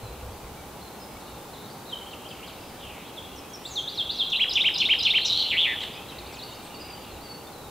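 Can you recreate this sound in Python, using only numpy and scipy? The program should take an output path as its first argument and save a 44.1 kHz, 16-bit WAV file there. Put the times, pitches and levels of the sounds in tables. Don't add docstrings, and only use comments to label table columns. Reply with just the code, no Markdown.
import sys
import numpy as np
from scipy import signal
from scipy.fft import rfft, irfft, next_fast_len
from scipy.io import wavfile
from scipy.ndimage import uniform_filter1d, map_coordinates

SR = 44100
rng = np.random.default_rng(int(sys.argv[2]) if len(sys.argv) > 2 else 0)


def makeup_ratio(level_db):
    decades = np.asarray(level_db, float) / 20
    return 10 ** decades


def transcribe(signal):
    frames = np.atleast_2d(signal).T
    limited = np.clip(frames, -1, 1)
    pcm = np.round(limited * 32767).astype(np.int16)
    wavfile.write(sys.argv[1], SR, pcm)


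N = 339570


def unit(x):
    return x / np.sqrt(np.mean(x ** 2) + 1e-20)


def along(points, hz):
    f, value = np.transpose(points)
    return np.interp(np.log(hz + 1), np.log(f + 1), value)


def wobble(rate, size=N):
    knots = rng.standard_normal(int(size * rate / SR) + 4)
    return map_coordinates(knots, [np.arange(size) * rate / SR])


def noise(spectrum):
    m = next_fast_len(N)
    white = rfft(rng.standard_normal(m))
    colour = makeup_ratio(along(spectrum, np.fft.rfftfreq(m, 1 / SR)))
    return unit(irfft(white * colour, m)[:N])


def breath(voice, db, size, spectrum):
    return makeup_ratio(db) * uniform_filter1d(abs(voice), size=size) * noise(spectrum)


def add(out, s, hz, gain, overtone_db, edge=0.00076):
    t = np.arange(len(hz)) / SR
    phase = 2 * np.pi * np.cumsum(hz) / SR
    ends = np.sin(np.pi / 2 * np.clip(np.minimum(t, t[-1] - t) / edge, 0, 1)) ** 2
    tone = np.sin(phase) + makeup_ratio(overtone_db) * np.sin(2 * phase)
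    out[round(s * SR):][:len(t)] += gain * ends * tone


def tracks(rows):
    s, *cols = np.transpose(rows)
    t = np.arange(s[0], s[-1], 1 / SR)
    return s[0], [uniform_filter1d(np.interp(t, s, c), size=70, mode="nearest") for c in cols]


def whistles(rows, bend, overtone_db, shake_db, waver=0.0095, swell_db=0):
    out = np.zeros(N + SR)
    for s, length, first, last, db in rows:
        u = np.linspace(-1, 1, round(length * SR))
        hz = first + (last - first) * (bend + u / 2 + (.5 - bend) * u ** 2)
        hz = hz * (1 + waver * wobble(79.0, size=len(u)))
        shake = wobble(82, size=len(u))
        level_db = db + swell_db * u - 0.44 * u ** 2 + shake_db * (shake - shake.mean())
        add(out, s, hz, makeup_ratio(level_db), overtone_db)
    return out[:N]


def held(rows, sag):
    return [(s, length, hz * (1 + sag / 2), hz * (1 - sag / 2), db) for s, length, hz, db in rows]


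def buzzes(notes, throb, uneven, uneven_db, lean=0, dwell=0):
    out = np.zeros(N + SR)
    for rate, swing, rows in notes:
        s, (hz, db) = tracks(rows)
        flutter_hz = rate * (1 + uneven * wobble(69.7, size=len(hz)))
        turn = 2 * np.pi * np.cumsum(flutter_hz) / SR
        gain = makeup_ratio(db + uneven_db * wobble(94.0, size=len(hz))) * (1 - throb * np.cos(turn + lean))
        swung_hz = hz * (1 + swing * (np.sin(turn) + dwell * np.cos(2 * turn)))
        add(out, s, swung_hz, gain, overtone_db=-50)
    return out[:N]


# [t/s, level/dB]
SHIFTS = [
    (.02, -34),
    (.22, -35),
    (.42, -43),
    (1.12, -49),
    (2.8, -55),
    (5.3, -51),
    (6.17, -44.5),
    (7.11, -44),
]
# [f/Hz, level/dB]
CASE_THUD = [(11, -39), (18, 4), (27, -20), (64, 5), (130, -7.5), (170, -60), (290, -120)]
# [f/Hz, level/dB]
CASE_CREAK = [(300, -36), (450, -6), (495, 5), (540, -8), (1200, -12.5), (1600, -46)]


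def grip():
    hold_db, settle_t60_s, onset_s = -55, 0.7, 0.013
    since = np.arange(N) / SR - np.array(SHIFTS)[:, :1]
    decay = makeup_ratio(np.array(SHIFTS)[:, 1:] - 60 * since.clip(0) / settle_t60_s)
    shifts = decay * np.clip(since / onset_s, 0, 1)
    hold = makeup_ratio(hold_db + 1.8 * wobble(6))
    level = np.sqrt(hold ** 2 + np.sum(shifts ** 2, axis=0))
    thud = unit(noise(CASE_THUD) * makeup_ratio(0.65 * wobble(20.83)))
    return level * (thud + makeup_ratio(-11.0) * noise(CASE_CREAK))


# [f/Hz, level/dB]
SHARED_AIR = [(59, -27), (100, -1), (215, 0), (433, -0.5), (705, -4), (818, 0.5), (950, -4.5), (1420, -9.5),
              (1720, -15.5), (2750, -17), (3120, -17.5), (3940, -16.5), (5190, -21), (15000, -23),
              (16000, -28)]
# [f/Hz, level/dB]
MICROPHONE_HISS = [(18, -74), (30, -44), (70, -34), (141, -6), (287, 1.5), (649, 0), (2290, -9), (2900, -8),
                   (5450, -9.5), (14800, -11.5), (16000, -11)]
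# [f/Hz, level/dB]
ELECTRONIC_WHINE = [(15106, -75)]


def background():
    t = np.arange(N) / SR
    whine = sum(makeup_ratio(db + 7.0) * np.sin(2 * np.pi * hz * t) for hz, db in ELECTRONIC_WHINE)
    drift_db = .4 * wobble(1.5)
    mid = makeup_ratio(-43 + drift_db) * noise(SHARED_AIR) + grip() + whine
    side = makeup_ratio(-51.0) * noise(MICROPHONE_HISS)
    return np.array([mid + side, mid - side])


# [f/Hz, level/dB]
CHORUS_COLOUR = [(1800, 2), (2300, 11), (2900, 13), (3300, 9.5), (4000, 4), (4600, -37), (5300, -30)]
# [t/s, level/dB]
CHORUS_LEVEL = [(0, -57), (.4, -59.5), (1.8, -61), (2.4, -54.5), (4.3, -53), (6, -51), (7.1, -51.5),
                (7.4, -62), (7.7, -78)]


def chorus():
    z = signal.stft(noise(CHORUS_COLOUR), nperseg=1024)[2]
    field = uniform_filter1d(rng.standard_normal(z.shape), size=3, axis=0)
    field = uniform_filter1d(field, size=9, axis=1)
    patches = makeup_ratio(5.5 * unit(field))
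    song = unit(signal.istft(z * patches, nperseg=1024)[1][:N])
    return makeup_ratio(np.interp(np.arange(N) / SR, *np.transpose(CHORUS_LEVEL))) * song


# [t/s, length/s, f/Hz, level/dB]
VEILED_NOTES = [(6.12, .08, 2720, -48), (6.22, .08, 2760, -52), (6.43, .2, 2790, -52),
                (6.7, .11, 2800, -48), (6.745, .035, 2250, -56), (7.0, .2, 2780, -53),
                (7.25, .2, 2750, -56), (6.1, .06, 2230, -55), (3.0, .1, 3260, -52), (2.25, .4, 2330, -57),
                (3.88, .18, 2780, -52), (4.08, .2, 2750, -49), (7.38, .08, 4480, -64),
                (4.11, .19, 4020, -41), (3.9, .1, 3900, -46), (6.37, .02, 2680, -46),
                (6.325, .025, 2280, -51), (6.81, .12, 2600, -55), (.02, .2, 2650, -57)]


def veiled_bird():
    notes = held(VEILED_NOTES, sag=0)
    return whistles(notes, bend=.5, overtone_db=-45, shake_db=2, waver=.012) * wobble(260)


# [t/s, length/s, f/Hz, level/dB]
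HELD_NOTES = [(.02, .073, 4050, -55), (.32, .07, 4680, -61), (.44, .05, 2250, -59), (.56, .09, 2290, -57),
              (.81, .076, 4130, -53), (1.0, .06, 5090, -52), (1.06, .12, 2260, -59),
              (6.32, .025, 7880, -55), (6.445, .044, 4500, -55), (6.51, .02, 6900, -55),
              (6.8, .075, 4900, -47), (7.01, .02, 6800, -59), (7.09, .045, 4220, -53),
              (7.11, .03, 6830, -60), (7.14, .07, 4020, -58), (7.47, .013, 3570, -47),
              (7.64, .05, 3720, -57)]
# [t/s, length/s, first f/Hz, last f/Hz, level/dB]
SLURRED_NOTES = [(6.085, .012, 4000, 3900, -44), (6.097, .011, 3900, 3500, -42),
                 (6.51, .02, 3600, 3800, -46), (6.53, .024, 3850, 5000, -48), (6.553, .01, 5000, 5080, -50),
                 (6.745, .033, 4600, 4350, -45), (6.88, .075, 4900, 4600, -48),
                 (7.235, .06, 4720, 4520, -48), (7.295, .06, 4500, 4460, -45), (5.49, .04, 7480, 7250, -57),
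                 (6.44, .011, 4500, 4350, -43), (6.663, .009, 4350, 4250, -48),
                 (7.525, .11, 4120, 3880, -55)]


def calls():
    notes = SLURRED_NOTES + held(HELD_NOTES, sag=.015)
    return whistles(notes, bend=.5, overtone_db=-40, shake_db=3, waver=.01)


# [f/Hz, level/dB]
BARK_RETURN = [(1500, -15), (2300, -7.5), (3300, .5), (4500, 1.5), (5500, 0), (6500, -3)]
# [f/Hz, t60/s]
WOOD_FADE = [(1500, 1), (3500, 0.93), (5500, 0.61), (7000, 0.64)]
# [delay t/s, spread/s, level/dB]
TRUNK_STANDS = [(.022, .008, 3), (.083, .015, 2.2)]


def wood(x, clump_db, delay):
    hz, t, z = signal.stft(rng.standard_normal(3 * SR // 2), SR, nperseg=256)
    fade_db = along(BARK_RETURN, hz)[:, None] - 60 * t / along(WOOD_FADE, hz)[:, None]
    tail = signal.istft(z * makeup_ratio(fade_db), SR, nperseg=256)[1]
    lag = delay + np.arange(len(tail)) / SR
    stands_db = sum(db * np.exp(-((lag - s) / spread) ** 2) for s, spread, db in TRUNK_STANDS)
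    tail = tail * makeup_ratio(stands_db + clump_db * wobble(127.4, size=len(tail)))
    tail = np.pad(tail, (round(delay * SR), 0))
    return signal.fftconvolve(x, tail)[:N] / np.sqrt(SR / 14)


# [flutters per s, swing as share of pitch, rows of (t/s, f/Hz, level/dB)]
FAR_BUZZES = [
    (104.6, .04, [(1.58, 3760, -47), (1.615, 3750, -51), (1.65, 4150, -57), (1.69, 4500, -56), (1.73, 4750, -55)]),
    (173, 0.071, [(2.58, 4750, -54), (2.63, 4950, -58), (2.78, 4800, -64)]),
    (135.5, 0.11, [(1.2, 4120, -52.5), (1.38, 3770, -67)]),
    (154.8, .1, [(2.77, 3694, -54), (2.85, 2970, -44.5), (2.97, 2330, -51), (3.07, 2470, -53)]),
    (188, 0.045, [(3.635, 7850, -56), (3.68, 7500, -48), (3.71, 6850, -44), (3.74, 6200, -43), (3.775, 5850, -47)]),
    (150, 0.05, [(3.73, 7300, -55), (3.78, 6700, -49), (3.83, 6200, -55)]),
    (170, .045, [(5.93, 4750, -51), (5.97, 4900, -51)]),
    (170, .04, [(6.63, 8000, -60), (6.65, 8500, -54), (6.68, 8100, -54)]),
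]


def distant_buzzes():
    return buzzes(FAR_BUZZES, throb=0.31, uneven=0.112, uneven_db=2.5)


# [t/s, length/s, first f/Hz, last f/Hz, level/dB]
RIVAL_FALLS = [
    (1.535, .025, 4230, 3370, -47.5),
    (1.88, .078, 4290, 2780, -43),
    (2.11, .034, 4450, 2500, -45),
    (2.288, .031, 5100, 2800, -47.5),
    (2.318, .017, 2800, 2550, -46),
    (2.47, .036, 5120, 2500, -45.5),
    (3.163, 0.032, 4010, 3180, -40),
]
# [t/s, level/dB]
RIVAL_HOOKS = [
    (2.058, -45),
    (2.244, -44.5),
    (2.428, -41),
]


def rival():
    hooks = [(s, .025, 2560, 3250, db) for s, db in RIVAL_HOOKS]
    falls = whistles(RIVAL_FALLS, bend=0.6, overtone_db=-40, shake_db=6.0, waver=0.0079)
    return falls + whistles(hooks, bend=.72, swell_db=2, overtone_db=-40, shake_db=2)


# [t/s, length/s, first f/Hz, last f/Hz, level/dB]
WARBLER_UP = [(1.855, .015, 3760, 4100, -48), (3.06, .03, 3350, 4360, -54), (6.184, .008, 3550, 4550, -38),
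              (6.265, .01, 3450, 4950, -42), (6.414, .026, 3520, 4550, -38), (6.778, .02, 4400, 5100, -53),
              (7.04, .014, 2600, 4300, -46), (7.21, .03, 4300, 4720, -51.5)]
# [t/s, length/s, first f/Hz, last f/Hz, level/dB]
WARBLER_DOWN = [(6.1, .025, 6620, 4000, -56), (6.325, .048, 6100, 2800, -47),
                (6.345, .044, 7800, 4550, -55), (6.388, .017, 4500, 3600, -39),
                (6.405, .01, 3600, 3380, -46), (6.645, .01, 4420, 2870, -49),
                (6.672, .008, 4250, 3000, -48), (6.902, .012, 4000, 1900, -47),
                (6.53, .03, 6800, 6100, -59), (6.192, .012, 4500, 3500, -44),
                (6.274, .006, 4900, 3900, -48), (6.624, .008, 4200, 3400, -51),
                (6.792, .008, 4900, 3500, -53), (6.82, .006, 4800, 4000, -54),
                (6.861, .008, 4500, 3500, -53)]


def warbler():
    up = whistles(WARBLER_UP, bend=.55, overtone_db=-40, shake_db=2.5, waver=.012)
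    down = whistles(WARBLER_DOWN, bend=.5, overtone_db=-40, shake_db=3, waver=.012, swell_db=2.5)
    return up + down


# [t/s, length/s, first f/Hz, last f/Hz, level/dB]
NEIGHBOUR_CHIPS = [
    (3.315, 0.016, 5700, 6400, -62.5),
    (3.36, 0.035, 6170, 5280, -48),
    (3.495, .015, 6200, 6450, -53),
    (3.535, 0.022, 6000, 5370, -38.5),
]
# [t/s, level/dB]
NEIGHBOUR_RISES = [
    (4.789, -28),
    (5.025, -28.5),
    (5.061, -28),
    (5.125, -50),
    (5.171, -32.5),
    (5.213, -28),
]
# [t/s, length/s, first f/Hz, last f/Hz, level/dB]
NEIGHBOUR_LAST = [
    (5.249, 0.0164, 3670, 4330, -21),
]


def neighbour():
    rises = [(s, 0.0259, 3960, 4380, db) for s, db in NEIGHBOUR_RISES] + NEIGHBOUR_LAST
    chips = whistles(NEIGHBOUR_CHIPS, bend=0.72, overtone_db=-48, shake_db=4.0)
    return chips + whistles(rises, bend=0.35, overtone_db=-36, shake_db=1.0, swell_db=1.0)


# [delay t/s, level/dB]
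NEAR_ECHOES = [
    (.004, -10),
    (.012, -14),
    (.021, -11),
]


def trunks(x):
    return sum(makeup_ratio(db) * np.pad(x, (round(delay * SR), 0))[:N] for delay, db in NEAR_ECHOES)


# [t/s, level/dB]
SYLLABLE_TIMES = dict( up=[(3.635, -36), (3.858, -30.5), (4.0775, -26)], lead=[(3.94, -48.5),
                  (4.155, -46.5)], down=[(3.7215, -27.5), (3.94, -25.5), (4.152, -23)], tick=[(4.49, -28.5),
                  (4.737, -28), (4.9845, -27)], spike=[(4.525, -26.5), (4.7735, -26), (5.022, -27.5)],
                  short_dip=[(4.319, -22.5)], dip=[(4.553, -22), (4.7995, -23.5), (5.049, -21.5)],
                  first_arch=[(4.3905, -21.5)], arch=[(4.637, -20), (4.8855, -18.5), (5.133, -20)])
# [t/s after start, f/Hz, level/dB]
SLIDE_SHAPES = dict( up=[(.012, 3150, -18), (.02, 3520, 0), (.026, 3870, 0), (.031, 4150, -7),
                (.041, 4750, -12), (.047, 4950, -17)], lead=[(0, 6140, -8), (.03, 4700, 1)],
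                down=[(.034, 4410, -9), (.04, 4050, -8), (.043, 3844, -6), (.058, 3444, -0.5),
                (.066, 3240, -1.5), (.072, 3190, -5.5), (.077, 3220, 2)])
# [t/s after start, f/Hz, level/dB]
FIGURE_SHAPES = dict( tick=[(.003, 5100, -9), (.006, 5200, -4), (.012, 4850, -6), (.015, 4600, -15),
                 (.02, 4080, -1), (.025, 3850, 2), (.031, 3500, -6)], spike=[(.001, 4780, -9),
                 (.007, 5050, -5), (.0115, 5600, -4), (.0135, 6400, -11), (.015, 7400, -22),
                 (.0165, 6200, -14), (.019, 5200, -10)], short_dip=[(0, 3785, -4), (.014, 3090, -2),
                 (.028, 2866, -6), (.038, 2975, -6), (.044, 3890, -3), (.056, 4090, -11)],
                 dip=[(.002, 3460, 5), (.005, 3618, -1.5), (.022, 2780, 1), (.036, 2420, -12),
                 (.048, 2777, -7), (.057, 3510, 2), (.069, 3995, -3)], first_arch=[(.002, 1950, -16),
                 (.012, 2433, -6.5), (.023, 3060, 1.5), (.032, 3330, -0.5), (.04, 3340, -4.5),
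                 (.047, 2950, 0), (.053, 2166, -12), (.057, 1500, -15)], arch=[(.002, 1990, -17.5),
                 (.012, 2342, -5), (.023, 2890, -1.5), (.03, 3165, 0), (.037, 3218, -1), (.045, 2900, -1),
                 (.051, 2117, -9.5), (.0565, 1430, -23)])


def syllables():
    trough_hz, swing_hz, flutter_hz = 589, 304, 168
    out = np.zeros(N + SR)
    for name, shape in {**SLIDE_SHAPES, **FIGURE_SHAPES}.items():
        lead, (hz, db) = tracks(shape)
        low = np.clip(2 * (hz.min() + trough_hz - hz) / trough_hz, 0, 1) * ("dip" in name)
        turn = 2 * np.pi * flutter_hz * np.arange(len(hz)) / SR
        flutter = swing_hz * low * np.cos(turn + 0.19)
        for s, level_db in SYLLABLE_TIMES[name]:
            sung_hz = hz * (1 + 0.0052 * rng.standard_normal()) + flutter
            add(out, s + lead, sung_hz, makeup_ratio(db + level_db + 4.5), overtone_db=-51, edge=.0015)
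    return out[:N]


# [t/s, length/s, first f/Hz, last f/Hz, level/dB]
CLOSING_NOTES = [(5.803, .009, 3300, 3050, -30), (5.813, .009, 2750, 4200, -30),
                 (5.822, .011, 4100, 4000, -40), (5.834, .007, 4200, 2650, -27),
                 (5.81, .02, 2200, 2350, -43), (5.83, .01, 2350, 1600, -37), (4.298, .005, 4700, 7000, -42),
                 (4.306, .004, 7000, 4700, -42), (4.14, .004, 5600, 6500, -49),
                 (4.146, .004, 6500, 5600, -49), (3.633, .02, 3000, 3400, -50),
                 (5.822, .013, 7200, 8500, -55)]
# [f/Hz, level/dB]
PUFF_AIR = [(1500, -30), (2100, 0), (4200, -1), (5200, -13), (8500, -20), (10500, -36)]


def small_notes():
    notes = whistles(CLOSING_NOTES, bend=.55, overtone_db=-33, shake_db=2.5)
    return notes + breath(notes, -5.5, 300, PUFF_AIR)


# [t/s, peak level/dB, f/Hz]
RASP_BEATS = [(5.2824, -20, 4030), (5.2874, -23, 3940), (5.2922, -18, 3920), (5.2985, -12.5, 4000),
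              (5.3034, -14, 3880), (5.3091, -13, 3910), (5.315, -16, 3900), (5.3218, -13.5, 3840),
              (5.3274, -11.5, 4000), (5.3324, -12, 3900), (5.337, -17, 3930), (5.3462, -24, 3810),
              (5.3496, -19, 4030), (5.357, -23, 4070), (5.3609, -15, 4050), (5.3674, -26, 3950),
              (5.3734, -11, 4140), (5.3814, -20, 3770), (5.3857, -22, 4240), (5.3922, -14, 4090),
              (5.397, -15, 4120), (5.4022, -15.5, 4360), (5.408, -19, 3950), (5.4124, -15, 3970),
              (5.4194, -19, 3570), (5.425, -14, 4050), (5.433, -19.5, 4200), (5.4394, -22, 4000),
              (5.4437, -22, 4150), (5.452, -25, 4170)]


def strokes():
    length_s, fall, level_db = .0046, .12, -3
    out = np.zeros(N + SR)
    u = np.linspace(-1, 1, round(length_s * SR))
    for s, db, hz in RASP_BEATS:
        add(out, s, hz * (1 - fall * u / 2), makeup_ratio(db + level_db), overtone_db=-42, edge=length_s / 2)
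    return out[:N]


# [flutters per s, swing as share of pitch, rows of (t/s, f/Hz, level/dB)]
BUZZY_NOTES = dict( high=(186, .085, [(5.247, 5800, -46), (5.255, 5700, -31), (5.27, 5600, -28),
               (5.287, 4950, -33)]), under=(168, .07, [(5.305, 3350, -37), (5.35, 3300, -31),
               (5.4, 3200, -33), (5.43, 3300, -29), (5.455, 2950, -36), (5.475, 3100, -34),
               (5.495, 3500, -31)]), swoop=(168, .11, [(5.503, 3400, -27), (5.515, 2920, -21),
               (5.531, 2200, -23.5), (5.547, 1970, -27.5), (5.563, 2100, -27), (5.578, 2920, -21),
               (5.612, 3340, -20.5), (5.637, 3100, -21.5), (5.668, 2130, -24.5)]),
               drone=(120, .15, [(5.668, 2200, -27.5), (5.71, 2150, -28.5), (5.728, 2120, -30),
               (5.743, 1930, -33)]))
# [f/Hz, level/dB]
RASP_HISS = [(2300, -22), (3400, 9), (4500, 4), (6500, -7), (8000, -13), (9500, -18)]
# [f/Hz, level/dB]
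HIGH_HISS = [(5000, -30), (6500, 0), (7600, -2), (8600, -30)]


def flourish():
    high = buzzes([BUZZY_NOTES["high"]], throb=.7, uneven=.08, uneven_db=2)
    rasp = strokes() + buzzes([BUZZY_NOTES["under"]], throb=.7, uneven=.2, uneven_db=3)
    swoop = buzzes([BUZZY_NOTES["swoop"]], throb=.78, uneven=.04, uneven_db=1.2, lean=.8, dwell=.1)
    drone = buzzes([BUZZY_NOTES["drone"]], throb=.65, uneven=.07, uneven_db=1.5, lean=-.6, dwell=-.15)
    rasp = rasp + breath(rasp, -15, 60, RASP_HISS)
    high = high + breath(high, -14, 60, HIGH_HISS)
    return high + rasp + swoop + drone


# [f/Hz, level/dB]
BEAK_AIR = [(1200, -40), (2500, 7), (5000, 3), (12000, -18), (16000, -14)]


def finch():
    song = syllables() + small_notes() + flourish()
    return song + breath(song, -28.5, 90, BEAK_AIR)


def scene():
    veiled = veiled_bird()
    far = calls() + distant_buzzes() + rival() + warbler()
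    near = neighbour() + finch()
    late = np.arange(N) > 5.9 * SR
    wet = np.where(late, makeup_ratio(-5), makeup_ratio(-1.5))
    echoes = trunks(near) + makeup_ratio(-4.8) * wood(near, clump_db=2.2, delay=.006)
    echoes = echoes + wood(wet * (far + veiled), clump_db=1.5, delay=.003)
    return near + far + 0.7 * veiled + echoes + chorus() + background()


def top_cut(x):
    return signal.sosfilt(signal.butter(12, 16930, fs=SR, output="sos"), x)


def record(dry):
    top_hz = 15750
    m = next_fast_len(N)
    passed = np.fft.rfftfreq(m, 1 / SR) < top_hz
    mix = irfft(rfft(dry, m) * passed, m)[:, :N]
    return top_cut(mix)


dry = scene()
out = record(dry)
transcribe(out)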